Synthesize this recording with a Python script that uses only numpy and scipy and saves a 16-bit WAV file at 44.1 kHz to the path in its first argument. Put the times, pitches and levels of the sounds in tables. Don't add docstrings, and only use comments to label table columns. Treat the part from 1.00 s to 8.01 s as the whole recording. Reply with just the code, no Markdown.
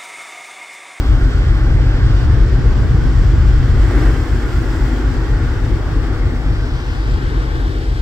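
import sys
import numpy as np
from scipy import signal
from scipy.fft import rfft, irfft
from scipy.io import wavfile
from scipy.ndimage import uniform_filter1d, minimum_filter1d

SR = 44100
rng = np.random.default_rng(int(sys.argv[2]) if len(sys.argv) > 2 else 0)


def log_audio(samples):
    frames = np.atleast_2d(samples).T
    limited = np.clip(frames, -1, 1)
    pcm = np.round(limited * 32767).astype(np.int16)
    wavfile.write(sys.argv[1], SR, pcm)


N = 309305
TIME, SPECTRUM_HZ = np.arange(N) / SR, np.fft.rfftfreq(N, 1 / SR)
FRAME, HOP = 1024, 256
FRAME_S = (np.arange(N // HOP + 5) * HOP / SR)[:, None]
BIN_HZ = np.fft.rfftfreq(FRAME, 1 / SR)
MAIN_HZ, SECOND_HZ = 4.188, 4.24

# time in seconds, lag in milliseconds (how much later the left side hears them).
LEFT_LAG = [(0, -0.14), (.9, -0.13), (1.3, -0.12), (1.6, 0.032), (3, -0.032), (4.75, 0.06), (5.25, 0.13),
            (5.75, .18), (6.25, 0.28), (7, 0.28)]
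# time in seconds, bass level in dB, lift of the wind against the engines in dB.
BASS_LEVELS = [(0, -11, .5), (1.3, -9.5, -.5), (2, -10.5, 3.5), (2.5, -8.5, 1.5), (3.1, -11, -1),
               (3.25, -15, 2), (4.3, -14.5, 0.5), (5.75, -16.5, 0.8), (6.45, -15.5, 0.5), (7, -17.5, -1)]


def gain_of(db):
    return 10 ** (np.asarray(db) / 20)


def normalised(x):
    return x / np.sqrt(np.mean(x ** 2) + 1e-20)


def at_pitch(rows, hz):
    row_hz, values = np.transpose(rows)
    return np.interp(np.log(hz + 1), np.log(row_hz + 1), values)


def at_time(rows, t):
    seconds, *columns = np.transpose(rows)
    return [np.interp(t, seconds, column) for column in columns]


def coloured(x, rows):
    return irfft(rfft(x) * gain_of(at_pitch(rows, SPECTRUM_HZ)), N)


def bump(centre, width, x):
    return np.exp(-(2 * (x - centre) / width) ** 2)


def drift(rate_hz):
    return normalised(irfft(rfft(rng.standard_normal(N)) * np.exp(-(SPECTRUM_HZ / rate_hz) ** 2), N))


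def tone(hz, db, waver_db, wander_radians, rate_hz):
    phase = 2 * np.pi * (hz * TIME + rng.random()) + wander_radians * drift(rate_hz)
    return gain_of(db) * normalised(gain_of(waver_db * drift(rate_hz)) * np.sin(phase))


def fan_whine():
    # frequency in Hz, level in dB.
    blade_tones = [(320, -40), (485, -47), (3272, -62.5), (3375, -66), (3682, -63.5), (3885, -67),
                   (4365, -66.5)]
    return sum(tone(hz, db, waver_db=3, wander_radians=1.15, rate_hz=5.8) for hz, db in blade_tones)


def air_noise(colour_db, patchy_db, flicker_db):
    # time in seconds, share that arrives straight (0 to 1) before scaling by pitch.
    direct_share = [(0, 0.57), (1, 0.61), (1.45, 0.05), (3, 0.19), (4.6, 0.03), (5.3, 0.47), (6, 0.61),
                    (7, 0.73)]
    # frequency in Hz, how alike the bounced sound is on both sides (-1 to 1).
    bounced_likeness = [(250, 0.98), (600, 0.68), (1000, 0.51), (1800, .52), (2400, -0.074),
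                        (3100, -0.0023), (3900, -0.49), (4800, 0.37), (7500, 0.13), (11000, 0.025)]
    # frequency in Hz, left minus right in dB per millisecond of lag.
    housing_shadow = [(300, 9.5), (900, 3), (1550, 21.5), (2200, 14.5), (3000, -1.5), (4800, -17.5),
                      (7500, -8), (12000, -4.5)]
    shape = (len(FRAME_S), len(BIN_HZ))
    straight, bounced, separate = rng.standard_normal((3, *shape)) + 1j * rng.standard_normal((3, *shape))
    patches = uniform_filter1d(rng.standard_normal(shape), size=24, axis=0)
    patches = normalised(uniform_filter1d(patches, size=4, axis=1))
    flicker = normalised(uniform_filter1d(rng.standard_normal(FRAME_S.shape), size=5, axis=0))
    pitch_factor = at_pitch([(500, 0.89), (1600, 1.16), (4000, 0.87), (10000, .3)], BIN_HZ)
    share = np.clip(at_time(direct_share, FRAME_S)[0] * pitch_factor, 0, 1)
    lag_ms, = at_time(LEFT_LAG, FRAME_S)
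    delay = np.exp(-2j * np.pi * BIN_HZ * lag_ms / 1000)
    alike = np.clip(at_pitch(bounced_likeness, BIN_HZ), -1, 1)
    bounced_right = alike * bounced + np.sqrt(1 - alike ** 2) * separate
    left = np.sqrt(share) * straight * delay + np.sqrt(1 - share) * bounced
    right = np.sqrt(share) * straight + np.sqrt(1 - share) * bounced_right
    shadow = gain_of(lag_ms * at_pitch(housing_shadow, BIN_HZ) / 2)
    slices = np.array([left * shadow, right / shadow])
    slices *= gain_of(colour_db + patchy_db * patches + flicker_db * flicker)
    return signal.istft(slices.transpose(0, 2, 1), nperseg=FRAME, noverlap=FRAME - HOP)[1][:, :N]


def level_swells(t):
    # middle and length in seconds, then roar, brightness, hiss and fizz changes in dB.
    swells = [(1.0, .27, -1, 3, 0, -1), (2.994, .34, 4, 1.5, 2.5, 2.8)]
    return sum(np.multiply.outer(lifts_db, bump(s, length, t)) for s, length, *lifts_db in swells)


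def grille_hiss():
    # time in seconds, hiss level in dB, relative fizz in dB.
    levels = [(0, -39, -15.5), (0.75, -40, -19.5), (1.1, -38, -19.5), (1.6, -41, -18), (2.7, -41, -15.5),
              (3.2, -43, -10), (3.87, -42, -9.5), (4.07, -42, -13.5), (5.4, -43, -15), (5.8, -38.5, -20),
              (7, -40, -18)]
    # frequency in Hz, relative strength in dB.
    spectrum = [(1500, -14), (2600, 0), (3200, 1), (3900, -2.5), (4700, -2), (5600, -4), (6800, -12.5),
                (7500, -6.5), (8300, -16.5), (9200, -18.5), (10500, -25.5), (15500, -22)]
    # frequency in Hz, change in dB per millisecond of lag.
    side_colour = [(2500, -11.5), (3700, 1), (5200, -10), (7400, -16.5), (9000, 11), (12000, 0.5)]
    level_db = at_time(levels, TIME)[0] + level_swells(TIME)[2]
    fizz_db = at_time(levels, FRAME_S)[1] + level_swells(FRAME_S)[3]
    lag_ms, = at_time(LEFT_LAG, FRAME_S)
    treble_db = at_pitch([(5500, 0.19), (10000, 1)], BIN_HZ) * (fizz_db - fizz_db.mean())
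    side_db = abs(lag_ms) * at_pitch(side_colour, BIN_HZ)
    band_hz = 1400 + 22500 * lag_ms
    band_db = 4.5 * np.maximum(lag_ms, 0) * bump(band_hz, width=1500, x=BIN_HZ)
    hiss = air_noise(treble_db + side_db + band_db, patchy_db=0.93, flicker_db=0.67)
    return gain_of(level_db + 0.1) * normalised(coloured(hiss, spectrum))


def ventilator_roar():
    # time in seconds, level in dB, relative brightness in dB.
    levels = [(0, -27.5, -5.5), (1, -27.5, -5.5), (1.6, -26.5, -8.5), (2.25, -28, -6.5), (3.9, -25.5, -7.5),
              (4.85, -28.5, -6), (5.3, -27, -7.5), (5.83, -33, -2), (6.5, -27.5, -7.5), (7, -33, -5.5)]
    # frequency in Hz, relative strength in dB.
    spectrum = [(130, -31), (215, -14.5), (245, 2.5), (290, -2), (322, 0), (400, -5.5), (600, -15.5),
                (800, -14.5), (950, -17.5), (1200, -16), (1500, -14), (2100, -19), (2600, -30),
                (4000, -62.5)]
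    # frequency in Hz, change in dB per millisecond of lag.
    turn_colour = [(260, -1.5), (330, -1.5), (430, 9), (600, -3.5), (900, 6.5), (1450, -1), (2300, 2.5)]
    # ringing frequency in Hz, width in Hz, lift in dB.
    duct_rings = [(850, 63, 3), (1122, 77, 3.5), (1428, 49, 3), (1577, 70, 2.5)]
    level_db = at_time(levels, TIME)[0] + level_swells(TIME)[0]
    bright_db = at_time(levels, FRAME_S)[1] + level_swells(FRAME_S)[1]
    lag_ms, = at_time(LEFT_LAG, FRAME_S)
    treble_db = at_pitch([(450, 0.024), (750, 0.75)], BIN_HZ) * (bright_db - bright_db.mean())
    turn_db = lag_ms * at_pitch(turn_colour, BIN_HZ)
    rings_db = sum(db / (1 + (2 * (BIN_HZ - hz) / width) ** 2) for hz, width, db in duct_rings)
    roar = air_noise(treble_db + turn_db + rings_db, patchy_db=1.2, flicker_db=0.33)
    return gain_of(level_db + 0.97) * normalised(coloured(roar, spectrum))


def wind_puffs():
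    # middle in seconds, length in seconds, level in dB.
    puffs = [(.25, .4, -33), (1.3, .3, -40), (1.85, 0.58, -24.5)]
    # frequency in Hz, relative strength in dB.
    spectrum = [(40, -30), (120, -4), (200, 0), (280, -18), (600, -56.5)]
    loudness = sum(gain_of(db) * bump(s, length, TIME) for s, length, db in puffs)
    right = loudness * normalised(coloured(rng.standard_normal(N), spectrum))
    return np.array([np.zeros(N), right])


def wind_rumble():
    # frequency in Hz, relative strength in dB.
    spectrum = [(5, -55), (15, -26), (22, -6), (30, -3), (45, -1.5), (62, -2), (85, -2.5), (108, -11.5),
                (130, -11.5), (160, -17), (205, -23.5), (300, -47.5), (600, -83.5)]
    shared, left, right = (normalised(coloured(rng.standard_normal(N), spectrum)) for _ in range(3))
    _, wind_db = at_time(BASS_LEVELS, TIME)
    pulse = 1 + 0.11 * np.sin(2 * np.pi * (2 * MAIN_HZ * TIME + rng.random()))
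    return gain_of(wind_db - 19.5) * (pulse * shared + gain_of(-9.5) * np.array([left, right]))


def wind_gusts_db():
    # middle in seconds, length in seconds, change in dB (a lull is negative).
    gusts = [(0.027, 0.057, -6.5), (.11, .1, 4), (.7, 0.042, 3.5), (0.998, 0.048, -3.5),
             (1.21, 0.035, -3.5), (1.6, 0.076, -2.5), (1.888, 0.045, -3.5), (2.383, 0.056, 5),
             (3.253, 0.045, -5.5), (3.96, 0.033, -1), (4.32, .06, 3.5), (4.858, 0.038, -3.5),
             (5.34, 0.067, -2), (5.513, 0.12, 2), (5.83, 0.11, -7)]
    return sum(db * bump(s, length, TIME) for s, length, db in gusts) + 0.5 * drift(rate_hz=11)


def diesel_exhausts():
    # multiple of the working cycle, relative level in dB.
    main_tones = [(12, -18.5), (14, -36.5), (18, -34), (24, -30), (28, -28.5), (30, -31), (36, -40.5),
                  (42, -46), (44, -59)]
    second_tones = [(7, -43), (8, -37), (10, -22), (11, -32), (15, -36), (16, -38)]
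    return sum(tone(cycle_hz * multiple, db, waver_db=2.0, wander_radians=0.12, rate_hz=0.89)
               for cycle_hz, tones in [(MAIN_HZ, main_tones), (SECOND_HZ, second_tones)]
               for multiple, db in tones)


def diesel_throb_db():
    # throbs per second, time of a peak in seconds before any slip, depth in dB.
    beats = [(12 * MAIN_HZ - 11 * SECOND_HZ, 0.185, 1.6), (12 * MAIN_HZ - 10 * SECOND_HZ, 0.116, 1.5)]
    # time in seconds, firings it has slipped behind.
    slip = [(0, 0.088), (2.2, 0.4), (3, 0.45), (4, 0.17), (5, 0.34), (7, 0.43)]
    behind, = at_time(slip, TIME)
    return sum(db * np.cos(2 * np.pi * (rate * (TIME - peak_s) - behind)) for rate, peak_s, db in beats)


def engines_and_wind():
    bass = diesel_exhausts() + wind_rumble()
    window = signal.windows.hann(SR // 6)
    power = signal.fftconvolve(bass.mean(0) ** 2, window / window.sum(), "same")
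    steady_bass = bass / np.sqrt(power + 1e-9)
    level_db, _ = at_time(BASS_LEVELS, TIME)
    return gain_of(level_db + diesel_throb_db() + wind_gusts_db() + 0.05) * steady_bass


def scene():
    return engines_and_wind() + wind_puffs() + ventilator_roar() + grille_hiss() + fan_whine()


def bass_limiter(x):
    bass = coloured(x, [(170, -0.5), (260, -41.5)])
    overload = np.maximum(abs(bass).max(0) / .84, 1)
    safe_gain = minimum_filter1d(1 / overload, size=900)
    return x - bass + bass * uniform_filter1d(safe_gain, size=900)


def record(dry):
    # frequency in Hz, left minus right in dB.
    balance = [(60, 1.5), (150, 2.5), (380, 3), (750, 3.5), (1400, -1.3), (2600, 1.9), (4400, -0.3),
               (8000, -1.5), (14000, -0.2)]
    tilt_db = at_pitch(balance, SPECTRUM_HZ) / 2
    tilted = irfft(rfft(dry) * gain_of([tilt_db, -tilt_db]), N)
    treble_cut = signal.firwin(1023, cutoff=15750, window=("kaiser", 9), fs=SR)
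    return signal.oaconvolve(bass_limiter(tilted), treble_cut[None], "same")


dry = scene()
out = record(dry)
log_audio(out)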